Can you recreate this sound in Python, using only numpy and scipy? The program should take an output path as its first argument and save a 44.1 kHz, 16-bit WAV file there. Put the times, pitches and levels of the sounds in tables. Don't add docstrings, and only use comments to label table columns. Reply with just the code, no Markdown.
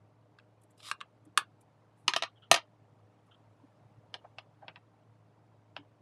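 import sys
import numpy as np
from scipy import signal
from scipy.fft import rfft, irfft, next_fast_len
from scipy.io import wavfile
from scipy.ndimage import uniform_filter1d

SR = 44100
rng = np.random.default_rng(int(sys.argv[2]) if len(sys.argv) > 2 else 0)


def wav_out(sig):
    wavfile.write(sys.argv[1], SR, np.round(np.clip(np.atleast_2d(sig).T, -1, 1) * 32767).astype(np.int16))


N = 265437
T = np.arange(N) / SR
AGE = T[:SR // 3]


def amp(db):
    return 10 ** (np.asarray(db) / 20)


def unit(x):
    return x / np.sqrt(np.mean(x ** 2))


def burst(x):
    return x / np.sqrt(np.sum(x ** 2) / (.005 * SR))


def add(track, start_s, sound):
    i = max(int(start_s * SR), 0)
    track[i:i + len(sound)] += sound[:N - i]


def lowpass(x, hz):
    sos = signal.butter(2, min(hz, SR / 2 - 1000), fs=SR, output="sos")
    return signal.sosfilt(sos, x)


def highpass(x, hz, order):
    return signal.sosfilt(signal.butter(order, hz, "high", fs=SR, output="sos"), x)


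def colour(x, points):
    size = next_fast_len(len(x) + 2048, True)
    hz, db = np.transpose(points)
    log_hz = np.log(np.fft.rfftfreq(size, 1 / SR) + 1)
    log_gain = np.log(amp(np.interp(log_hz, np.log(hz), db)))
    cepstrum = irfft(log_gain, size)
    cepstrum[1:size // 2] *= 2
    cepstrum[size // 2 + 1:] = 0
    response = np.exp(rfft(cepstrum))
    return irfft(rfft(x, size) * response, size)[:len(x)]


def fade(t60):
    return np.exp(-np.log(1000) * AGE / t60)


def swell(length_s):
    u = 2 * AGE / length_s
    return u * np.exp(1 - u)


def walk(rate_hz):
    k = int(SR / rate_hz)
    held = np.repeat(rng.standard_normal(N // k + 1), k)
    return unit(uniform_filter1d(uniform_filter1d(held, k), k)[:N])


# pitch_hz, level_db
ECHO_COLOUR = [(100, -4), (400, -3.5), (1000, -5), (2700, -8.5), (6000, -7), (10000, -4.5), (15000, -3)]


def room(x, wet_db, low_t60=0.13, high_t60=0.074, split_hz=4500, build_s=.02):
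    noise = rng.standard_normal(len(AGE))
    low = signal.sosfiltfilt(signal.butter(2, split_hz, fs=SR, output="sos"), noise)
    high = noise - low
    tail = (low * fade(low_t60) + high * fade(high_t60)) * (1 - fade(build_s)) ** 2
    tail = colour(tail / np.sqrt(np.sum(tail ** 2)), ECHO_COLOUR)
    return x + amp(wet_db) * signal.fftconvolve(x, tail)[:len(x)]


# pitch_hz, level_db (rms)
HUM_TONES = [(108.3, -56), (303, -68), (409, -71.5), (486, -72), (612, -71)]
# pitch_hz, level_db
AIR_COLOUR = [(20, -14), (40, -10.5), (60, -13), (80, -15), (100, -6), (145, -1), (190, -6.5), (300, -10.5),
              (400, -14.5), (620, -10.5), (950, -14), (1600, -24.5), (5000, -39), (16000, -52.5)]
AIR_DB = -56.5


def background(waver_hz=1.7, flutter_db=1.5, drift_db=.5):
    hum = np.zeros(N)
    for pitch_hz, level_db in HUM_TONES:
        level = amp(level_db + flutter_db * walk(15))
        phase = 2 * np.pi * np.cumsum(pitch_hz + waver_hz * walk(10)) / SR
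        hum += level * np.sqrt(2) * np.sin(phase)
    air = unit(colour(rng.standard_normal(N), AIR_COLOUR))
    return hum + amp(AIR_DB + drift_db * walk(1.3)) * air


# start_s, level_db,
# pitch_hz
DESK_BUMPS = [(1.262, -53, 305), (1.523, -52.5, 135), (3.625, -57, 272), (3.805, -55.5, 135),
              (4.675, -54.5, 159.6), (3.96, -50, 120.9), (5.782, -51, 291.8)]
BUMP_S = .021


def desk_bumps():
    out = np.zeros(N)
    for start_s, level_db, pitch_hz in DESK_BUMPS:
        tone = np.sqrt(2) * np.sin(2 * np.pi * pitch_hz * AGE)
        add(out, start_s, amp(level_db) * tone * swell(BUMP_S))
    return out


def rubs(events, resonances):
    out = np.zeros(N)
    for start_s, level_db, length_s in events:
        for pitch_hz, width_hz, share_db in resonances:
            b, a = signal.iirpeak(pitch_hz, pitch_hz / width_hz, fs=SR)
            noise = rng.standard_normal(len(AGE))
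            grit = signal.lfilter(b, a, signal.lfilter(b, a, noise))
            add(out, start_s, amp(level_db + share_db) * unit(grit) * swell(length_s))
    return out


# start_s, level_db, length_s
FINGER_RUBS = [(.615, -72, .007), (.634, -65.5, .005), (.704, -71, .01), (.777, -70, .007),
               (1.25, -70.5, .007), (1.609, -67.5, .008), (1.96, -78.5, .06), (3.261, -80, .014)]
# pitch_hz, width_hz, level_db
SKIN_RESONANCES = [(9070, 6300, -0.5), (2435, 2400, -5.5)]


def skin_rubs():
    return rubs(FINGER_RUBS, SKIN_RESONANCES)


# start_s, level_db, length_s
FINGER_SQUEAKS = [(2.355, -69, .03), (2.42, -61.5, 0.024), (3.309, -63.5, 0.016), (3.342, -59.5, 0.00574)]
# pitch_hz, width_hz, level_db
SQUEAK_RESONANCES = [(3100, 510, -0.5), (1350, 400, -2.5)]


def squeaks():
    return rubs(FINGER_SQUEAKS, SQUEAK_RESONANCES)


# start_s, level_db, length_s
STAMP_PRESSES = [(4.143, -41.5, .011), (4.243, -46.5, .012), (4.618, -49, .022), (4.683, -46, .014),
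                 (4.762, -50, .016)]
# pitch_hz, width_hz, level_db
PAD_RESONANCES = [(707, 230, -1), (1200, 900, -13)]


def pad_presses():
    return rubs(STAMP_PRESSES, PAD_RESONANCES)


SLIDE_EDGE_S = .008


def onset(start_s):
    return np.clip((T - start_s) / SLIDE_EDGE_S + .5, 0, 1)


# pitch_hz, level_db
RAIL_COLOUR = [(290, -58), (500, -48), (807, -34.5), (855, -14), (1180, 0), (1640, -14), (3920, -1.5),
               (4340, -12), (5020, -3), (6230, -18.5), (7100, -12.5), (11000, -18.5), (16000, -30)]
CREEP_S, FREE_S, STOP_S = .778, .827, .908
CREEP_DB, FREE_DB, SPEED_UP_DB_PER_S = -66.5, -51, 25.5


def slide(slips_per_s=2500, catches_per_s=130, hiss=0.97):
    slips = (rng.random(N) < slips_per_s / SR) * rng.standard_normal(N)
    catches = (rng.random(N) < catches_per_s / SR) * rng.uniform(-1, 1, N)
    push = unit(slips) + hiss * rng.standard_normal(N) + .5 * unit(catches)
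    level_db = CREEP_DB + (FREE_DB - CREEP_DB) * onset(FREE_S)
    level_db += SPEED_UP_DB_PER_S * (np.clip(T, FREE_S, STOP_S) - FREE_S)
    judder_db = 1.8 * walk(120)
    moving = onset(CREEP_S) * (1 - onset(STOP_S))
    return unit(colour(push, RAIL_COLOUR)) * amp(level_db + judder_db) * moving


def ring(modes):
    out = np.zeros(len(AGE))
    for k, (pitch_hz, level_db, t60_s) in enumerate(modes):
        out += (-1) ** k * amp(level_db) * fade(t60_s) * np.sin(2 * np.pi * pitch_hz * AGE)
    return burst(out)


def radiate(x, contact_hz, size_hz=450):
    return highpass(lowpass(x, contact_hz), size_hz, 2)


# pitch_hz, level_db, t60_s (time to fade by 60 dB)
HOLLOW_MODES = [(490, -16, .04), (672, 0, .042), (815, -10, .035)]
# pitch_hz, level_db, t60_s
DESK_MODES = [(115, -6, 0.11), (169, -3.5, 0.076), (240.4, -5.5, .05), (316, -1, 0.078), (377, -2.5, 0.12)]
PING_T60 = .022


def strikes(events, modes, crack_colour, crack_db, crack_t60, wet_db, ping_db, thud_db):
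    out = np.zeros(N)
    hollow = ring(HOLLOW_MODES)
    desk = burst(ring(DESK_MODES) * (1 - fade(0.035)))
    for start_s, level_db, contact_hz, ping_hz, hollow_db in events:
        noise = rng.standard_normal(len(AGE)) * fade(crack_t60)
        crack = burst(colour(noise, crack_colour))
        part = burst(radiate(ring(modes) + amp(crack_db) * crack, contact_hz))
        ping = burst(radiate(ring([(ping_hz, 0, PING_T60)]), contact_hz))
        knock = room(part, wet_db) + amp(ping_db) * ping
        knock += amp(hollow_db) * hollow + amp(thud_db) * desk
        add(out, start_s, amp(level_db) * knock)
    return out


def with_hollow(events, hollow_db):
    return [(*row, hollow_db) for row in events]


# start_s, level_db, contact_cutoff_hz, ping_hz
RIM_TAPS = [(4.1412, -36.5, 8140, 3190), (4.3845, -41, 5032, 2660), (4.6815, -41, 3200, 3250),
            (4.7592, -48.5, 2520, 2740), (5.765, -37.5, 3950, 2660)]
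# pitch_hz, level_db, t60_s
BLOCK_MODES = [(977, -4, 0.057), (1217, -9.5, 0.033), (1610, -1, 0.016), (1813, -14, 0.035),
               (2667, 3, 0.02), (2872, -10, 0.021), (3160, -3.5, 0.018), (3417, -11.5, 0.019),
               (4160, -1.5, 0.013), (5210, 4.5, 0.0074)]
# pitch_hz, level_db
BLOCK_CRACK_COLOUR = [(200, -6), (700, 1.5), (1500, -0.5), (3000, 4.5), (5000, -9.5), (7000, -21.5),
                      (10000, -17.5), (15000, -83)]


def stamp():
    return strikes(with_hollow(RIM_TAPS, hollow_db=-12), BLOCK_MODES, BLOCK_CRACK_COLOUR,
                   crack_db=4, crack_t60=0.038, wet_db=-4.5, ping_db=-8, thud_db=-16)


BOUNCES = 4
FLIGHT_S, FLIGHT_RATIO = .028, 0.68
BOUNCE_LOSS_DB, SETTLE_LOSS_RATIO = -12, .75
BOUNCE_DULLING = .62
FAR_EDGE_S, FAR_EDGE_DB = .0055, -4.5


def bounces(knock):
    start_s, level_db, contact_hz, ping_hz, hollow_db = knock
    landings = []
    for k in range(BOUNCES):
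        shrink = FLIGHT_RATIO ** k
        start_s += FLIGHT_S * shrink
        level_db += BOUNCE_LOSS_DB * SETTLE_LOSS_RATIO ** k
        contact_hz *= BOUNCE_DULLING
        ping_hz *= BOUNCE_DULLING
        far_s, far_db = start_s + FAR_EDGE_S * shrink, level_db + FAR_EDGE_DB
        landings.append((start_s, level_db, contact_hz, ping_hz, hollow_db))
        landings.append((far_s, far_db, contact_hz, ping_hz, hollow_db))
    return landings


# start_s, level_db, contact_cutoff_hz, ping_hz, hollow_db
SET_DOWN_KNOCKS = [(2.0797, -18.5, 6000, 2900, -27), (2.136, -27, 4500, 1620, -18),
                   (2.163, -22.5, 7600, 1105, -6), (2.223, -28, 5560, 3750, -5.5),
                   (2.235, -30, 3760, 1920, -7.5), (2.514, -10, 15940, 4095, -3.5)]
# pitch_hz, level_db, t60_s
CASE_MODES = [(970.5, -14, 0.071), (1218, -8, 0.054), (1330, -9, 0.035), (1830, -13, 0.06),
              (1970, -10.5, .028), (2554, -9, .045), (2650, -8.5, 0.012), (2775, -4.5, 0.026),
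              (3110, -6, 0.034), (3235, -9, 0.026), (3680, -7.5, 0.032), (4127, -4, 0.024),
              (4920, -4.5, .018), (6250, -4, 0.008)]
# pitch_hz, level_db
CASE_CRACK_COLOUR = [(200, -20), (600, -8.5), (1100, 4.5), (1500, -2.5), (3000, 5.5), (5000, 1), (8000, -8),
                     (10500, -7), (12000, -11.5), (15500, -19)]


def case():
    knocks = SET_DOWN_KNOCKS + bounces(SET_DOWN_KNOCKS[-1])
    return strikes(knocks, CASE_MODES, CASE_CRACK_COLOUR,
                   crack_db=1.5, crack_t60=.026, wet_db=-4.5 + .5, ping_db=-6, thud_db=-20)


# start_s, level_db, contact_cutoff_hz, ping_hz
LID_CONTACTS = [(.387, -53.5, 4380, 1623), (.398, -59, 4050, 1610), (.803, -55.5, 7000, 4100),
                (.886, -44.5, 11760, 3920), (.9135, -26.5, 7300, 1617), (1.0055, -49, 5670, 3760),
                (1.0118, -35.5, 3030, 1105), (1.375, -14, 10330, 1134)]
# pitch_hz, level_db, t60_s
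LID_MODES = [(1067, -5.5, 0.03), (1213, 8.5, 0.014), (1270, -11, 0.021), (1554, -7.5, 0.027),
             (1724, -15.5, 0.065), (2490, -22.5, 0.084), (2590, -23, .1), (2726, -9.5, 0.04),
             (3125, -13.5, 0.019), (3760, -18.5, .018), (4420, -15.5, 0.022), (5270, -20.5, 0.032),
             (7300, -11.5, 0.0044), (10210, -13.5, .025)]
# pitch_hz, level_db
LID_CRACK_COLOUR = [(40, -42.5), (200, -24), (600, -14.5), (1100, 1), (2000, -1.5), (3200, 1.5),
                    (6000, -10.5), (8500, -5), (11000, -8.5), (15000, -22)]


def lid():
    return strikes(with_hollow(LID_CONTACTS, hollow_db=-29), LID_MODES, LID_CRACK_COLOUR,
                   crack_db=-0.5, crack_t60=0.022, wet_db=-9, ping_db=-3.5, thud_db=-28)


def scene():
    hands = skin_rubs() + squeaks() + pad_presses() + desk_bumps()
    rubbing = room(slide() + hands, wet_db=-7.5)
    return (background() + rubbing + stamp() + case() + lid())[None]


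def suppress(x, depth_db=-10, threshold_db=7, size=1024):
    overlap = size - size // 4
    frames = signal.stft(x, nperseg=size, noverlap=overlap)[2]
    power = uniform_filter1d(np.abs(frames) ** 2, size=7, axis=0) + 1e-30
    usual = np.median(power, axis=1, keepdims=True)
    over = power / usual / amp(threshold_db) ** 2
    gain = amp(depth_db) + (1 - amp(depth_db)) * over ** 2 / (1 + over ** 2)
    return signal.istft(frames * gain, nperseg=size, noverlap=overlap)[1][:N]


# pitch_hz, level_db
MIC_COLOUR = [(100, -2.5), (10500, 0.5), (12000, -3.5), (16000, -12.5)]
CEILING = 1.05
TOP_HZ = 15800


def record(dry):
    rounded = CEILING * np.tanh(dry[0] / CEILING)
    thin = colour(highpass(rounded, 55, 4), MIC_COLOUR)
    top_cut = signal.ellip(8, .2, 70, TOP_HZ, fs=SR, output="sos")
    return signal.sosfilt(top_cut, suppress(thin))[None]


dry = scene()
out = record(dry)
wav_out(out)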